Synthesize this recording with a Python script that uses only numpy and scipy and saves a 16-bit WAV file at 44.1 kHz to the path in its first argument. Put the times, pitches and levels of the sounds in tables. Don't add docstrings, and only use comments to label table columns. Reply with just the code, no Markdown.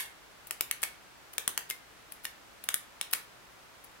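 import sys
import numpy as np
from scipy import signal
from scipy.fft import rfft, irfft
from scipy.io import wavfile

SR = 44100
rng = np.random.default_rng(int(sys.argv[2]) if len(sys.argv) > 2 else 0)


def wav_record(signal):
    frames = np.transpose(np.atleast_2d(signal))
    bounded = np.clip(frames, -1, 1)
    quanta = np.round(bounded * 32767).astype(np.int16)
    wavfile.write(sys.argv[1], SR, quanta)


N = 176400
CLICK_T = np.arange(4096) / SR


def amp(db):
    return 10 ** (np.asarray(db) / 20)


def unit(x):
    return x / np.sqrt(np.sum(x ** 2, -1, keepdims=True) + 1e-20)


def read(points, hz):
    f, value = np.transpose(points)
    return np.interp(np.log(hz + 1), np.log(f + 1), value)


def colour(x, points):
    size = 2 * x.shape[-1]
    log_gain = np.log(amp(read(points, abs(np.fft.fftfreq(size, 1 / SR)))))
    response = np.exp(signal.hilbert(log_gain).conj())[:size // 2 + 1]
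    return irfft(rfft(x, size) * response)[..., :size // 2]


def impacts(rise_s, fall_s, shared_below_hz=3980):
    envelope = np.minimum(CLICK_T / rise_s, 1) * np.exp(-np.maximum(CLICK_T - rise_s, 0) / fall_s)
    burst = envelope * rng.standard_normal((2, len(CLICK_T)))
    shared = 1 / (1 + (np.fft.rfftfreq(len(CLICK_T), 1 / SR) / shared_below_hz) ** 4)
    for _ in range(3):
        spectrum = rfft(burst)
        spectrum = shared * spectrum[0] + (1 - shared) * spectrum
        burst = irfft(spectrum / (abs(spectrum) + 1e-12)) * np.sqrt(envelope)
    return unit(burst)


def ring(hz, t60_s):
    return unit(np.cos(2 * np.pi * hz * CLICK_T) * np.exp(-np.log(1000) * CLICK_T / t60_s))


# mode frequency in Hz, level in dB, T60 in seconds.
BARREL_MODES = [(1010, -26, 0.011), (1270, -16, 0.014), (1510, -17, .012), (1827, -11, 0.01),
                (2232, -14, 0.012), (2690, -15.5, 0.0074), (3030, -11, 0.0075), (3520, -10.5, 0.0064),
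                (5150, -10.5, 0.0065), (6030, -14, 0.0076), (6770, -19, 0.0065)]
# frequency in Hz, drive of a blow in dB.
BLOW_EQ = [(150, -11), (700, -1), (1500, -2), (3500, -2), (7000, -1), (15000, -11)]

def barrel_knock(knock_hz, width_octaves=0.38, focus_db=11, detune=0.024):
    knock = 0
    for hz, db, t60_s in BARREL_MODES:
        nearness = np.exp(-0.5 * (np.log2(hz / knock_hz) / width_octaves) ** 2)
        struck_hz = hz * (1 + detune * rng.standard_normal())
        knock += amp(db + focus_db * (nearness - 1)) * ring(struck_hz, t60_s)
    return colour(knock, BLOW_EQ)


# start in seconds, rattle in dB, knock in dB, knock centre in Hz, ring in dB, ring in Hz.
STOP_HITS = [(-.009, 4.5, 1, 2140, -8, 2130), (0.8353, -1, -3, 1800, -15, 2224),
             (1.7087, -9.5, -6.5, 2000, -16, 2104), (2.2526, -9, -2, 2180, -26, 1805),
             (3.1342, 3, -3.5, 1680, -10.5, 2213)]
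# frequency in Hz, gain in dB.
RATTLE_EQ = [(100, -11), (400, -9), (1000, -3), (2200, 0.5), (4500, -1), (6500, -3), (8800, 2.5),
             (11000, 3.5), (13000, 1), (16000, -3)]

def button_stop(rattle_db, knock_db, knock_hz, ring_db, ring_hz, ring_t60_s=0.069, split_hz=150):
    rattle = amp(rattle_db) * colour(impacts(rise_s=0.00072, fall_s=0.0017), RATTLE_EQ)
    long_ring = unit(ring(ring_hz, ring_t60_s) - amp(-7.5) * ring(ring_hz + split_hz, ring_t60_s))
    return rattle + amp(knock_db) * barrel_knock(knock_hz) + amp(ring_db) * long_ring


# frequency in Hz, gain in dB.
LEFT_EQ = [(200, -5), (1200, -5), (2800, -1.5), (5200, 0.5), (8000, -0.5), (11500, 3.5), (15500, 1)]
RIGHT_EQ = [(200, -22.5), (1200, -1), (2800, 2.5), (5200, -6), (8000, -4), (11500, -8), (15500, -5.5)]
WALL_EQ = [(200, -14.5), (1000, -6.5), (2200, -5.5), (3500, -7), (6000, -7.5), (9000, -7), (12000, -5),
           (15500, -9)]
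# frequency in Hz, T60 in seconds.
ROOM_DECAY = [(200, 0.36), (2000, 0.36), (6000, 0.26), (10000, .22), (15000, 0.21)]

def room(sound, beamed=0, wall_s=0.0125, echo_width_s=0.0045, near_fall_s=0.0027, lag_samples=2):
    n = SR // 2
    t = np.arange(n) / SR
    hz, frame_s, noise = signal.stft(rng.standard_normal((2, n)), SR, nperseg=256)
    decay = np.exp(-np.log(1000) * frame_s / read(ROOM_DECAY, hz)[:, None])
    tail = signal.istft(noise * decay, SR)[1][:, :n]
    scatter = (amp(-3.5) + amp(11) * np.exp(-t / near_fall_s)) * np.minimum(t / 0.0011, 1)
    walls = amp(3 * np.exp(-((t - wall_s) / echo_width_s) ** 2))
    tail = colour(unit(tail) * np.where(t < wall_s, scatter, walls), WALL_EQ)
    out = signal.fftconvolve(sound + amp(-4.5) * beamed, tail, axes=1)
    left, right = sound + beamed
    out[0, :len(left)] += colour(left, LEFT_EQ)
    out[1, lag_samples:len(right) + lag_samples] += colour(right, RIGHT_EQ)
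    return out


# frequency in Hz, relative spectral density in dB.
AIR_SPECTRUM = [(12, -43), (20, -11), (59, -3.5), (85, -9), (119, -2.5), (144, -7.5), (171, -5),
                (245, -6.5), (324, -4.5), (382, -5.5), (597, -4.5), (1410, -4), (15500, -23)]
# frequency in Hz, left-right correlation.
AIR_COHERENCE = [(30, 0.34), (150, 0.04), (500, 0.098), (1500, 0.12), (4000, 0.035), (15000, 0.029)]
# frequency in Hz, RMS level in dB.
MAINS_HUM = [(58.6, -81.5), (119.5, -81)]

def hush(base_db=-57, left_trim_db=2.3, right_trim_db=2.23):
    hz, t = np.fft.rfftfreq(N, 1 / SR), np.arange(N) / SR
    left, independent = rfft(rng.standard_normal((2, N)))
    correlation = read(AIR_COHERENCE, hz)
    right = correlation * left + np.sqrt(1 - correlation ** 2) * independent
    air = irfft(np.array([left, right]) * amp(read(AIR_SPECTRUM, hz)), N)
    hum = sum(amp(db) * np.sqrt(2) * np.sin(2 * np.pi * (hum_hz * t + rng.random()))
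              for hum_hz, db in MAINS_HUM)
    return amp(base_db) * amp([[left_trim_db], [right_trim_db]]) * unit(air) * np.sqrt(N) + hum


# start in seconds, length in seconds, level in dB.
SLEEVE_SCRAPES = [(0.468, 0.014, -14), (0.818, 0.015, -6), (1.331, 0.0045, -21), (1.335, 0.0032, -14.5),
                  (1.693, 0.0048, -16), (2.1178, 0.0045, -16), (2.1218, 0.0017, -12.5), (2.232, 0.012, -22),
                  (2.244, 0.0056, -11), (2.6388, 0.0038, -9), (3.111, 0.0036, -15), (3.124, 0.0046, -13),
                  (3.84, 0.012, -19)]
# frequency in Hz, gain in dB.
SCRAPE_EQ = [(200, -10), (1500, -7), (5000, -9.5), (8000, -9.5), (10800, 3), (13000, -3.5), (16000, -1)]

def button_scrape(length_s, level_db, grain_db=8, grain_samples=16, fall_s=0.0003):
    noise = rng.standard_normal((2, len(CLICK_T)))
    roughness = np.repeat(rng.standard_normal(len(CLICK_T) // grain_samples), grain_samples)
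    envelope = np.exp(-np.maximum(CLICK_T - length_s, 0) / fall_s)
    return amp(level_db) * colour(unit(noise * amp(grain_db * roughness) * envelope), SCRAPE_EQ)


# start in seconds, crack in dB, thud in relative dB, knock in dB, knock centre in Hz,
# chink in dB, chink centre in Hz.
LATCH_SNAPS = [(.5092, -4.5, -21, -3, 1480, -15, 10600), (0.6089, 0.5, -6, -1.5, 2120, -3.5, 12400),
               (.7120, -4, -26, 1.5, 2230, -4, 11000), (.8310, -4.5, -34, -1.5, 1390, -7, 9600),
               (1.3812, -0.5, -38, 0.5, 2020, -9, 8800), (1.4775, 2, -2.5, -1.5, 1340, -1.5, 10600),
               (1.5767, -0.5, -25, 0.5, 2170, -8.5, 10800), (1.7006, -5.5, -11.5, -6, 1500, -9.5, 12900),
               (2.6885, -0.5, -17, 2.5, 2290, -7.5, 8650), (2.7421, -.5, -7, -2, 1730, -0.5, 10760),
               (3.0125, -5, -21, 0.5, 2700, -8.5, 9550), (3.1304, -2, -32, -10, 1400, -7, 12700)]
# frequency in Hz, gain in dB.
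CRACK_EQ = [(100, -27), (400, 0), (900, -5), (1600, -8), (3200, -0.5), (4500, -4), (6500, -1.5),
            (8700, 1.5), (11000, -2), (13500, -0.5), (16000, -1.5)]

def latch_snap(crack_db, thud_db, knock_db, knock_hz, chink_db, chink_hz):
    rise_s, fall_s, thud_s, half_band_hz = 0.000545, 0.00066, 0.00059, 1350
    crack = amp(crack_db) * colour(impacts(rise_s, fall_s), CRACK_EQ)
    age = CLICK_T / thud_s
    thud = amp(thud_db - 11.5) * unit(age * (2 - age) * np.exp(-age))
    band = signal.butter(2, [chink_hz - half_band_hz, chink_hz + half_band_hz], "band", fs=SR)
    chink = amp(chink_db) * unit(signal.lfilter(*band, impacts(rise_s, fall_s)))
    return crack + thud + amp(knock_db) * barrel_knock(knock_hz), chink


def scene(lead_s=0.1):
    lead = round(lead_s * SR)
    pen = np.zeros((2, lead + N))
    events = [(start_s, room(*latch_snap(*row))) for start_s, *row in LATCH_SNAPS]
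    events += [(start_s, room(button_stop(*row))) for start_s, *row in STOP_HITS]
    events += [(start_s, room(button_scrape(*row))) for start_s, *row in SLEEVE_SCRAPES]
    for start_s, sound in events:
        span = pen[:, round((start_s + lead_s) * SR):][:, :sound.shape[1]]
        span += sound[:, :span.shape[1]]
    return pen[:, lead:] + hush()


def record(dry):
    cutoff_hz = 15950
    lowpass = signal.firwin(301, cutoff_hz, window=("kaiser", 9), fs=SR)
    return signal.oaconvolve(dry, lowpass[None], "same")


dry = scene()
out = record(dry)
wav_record(out)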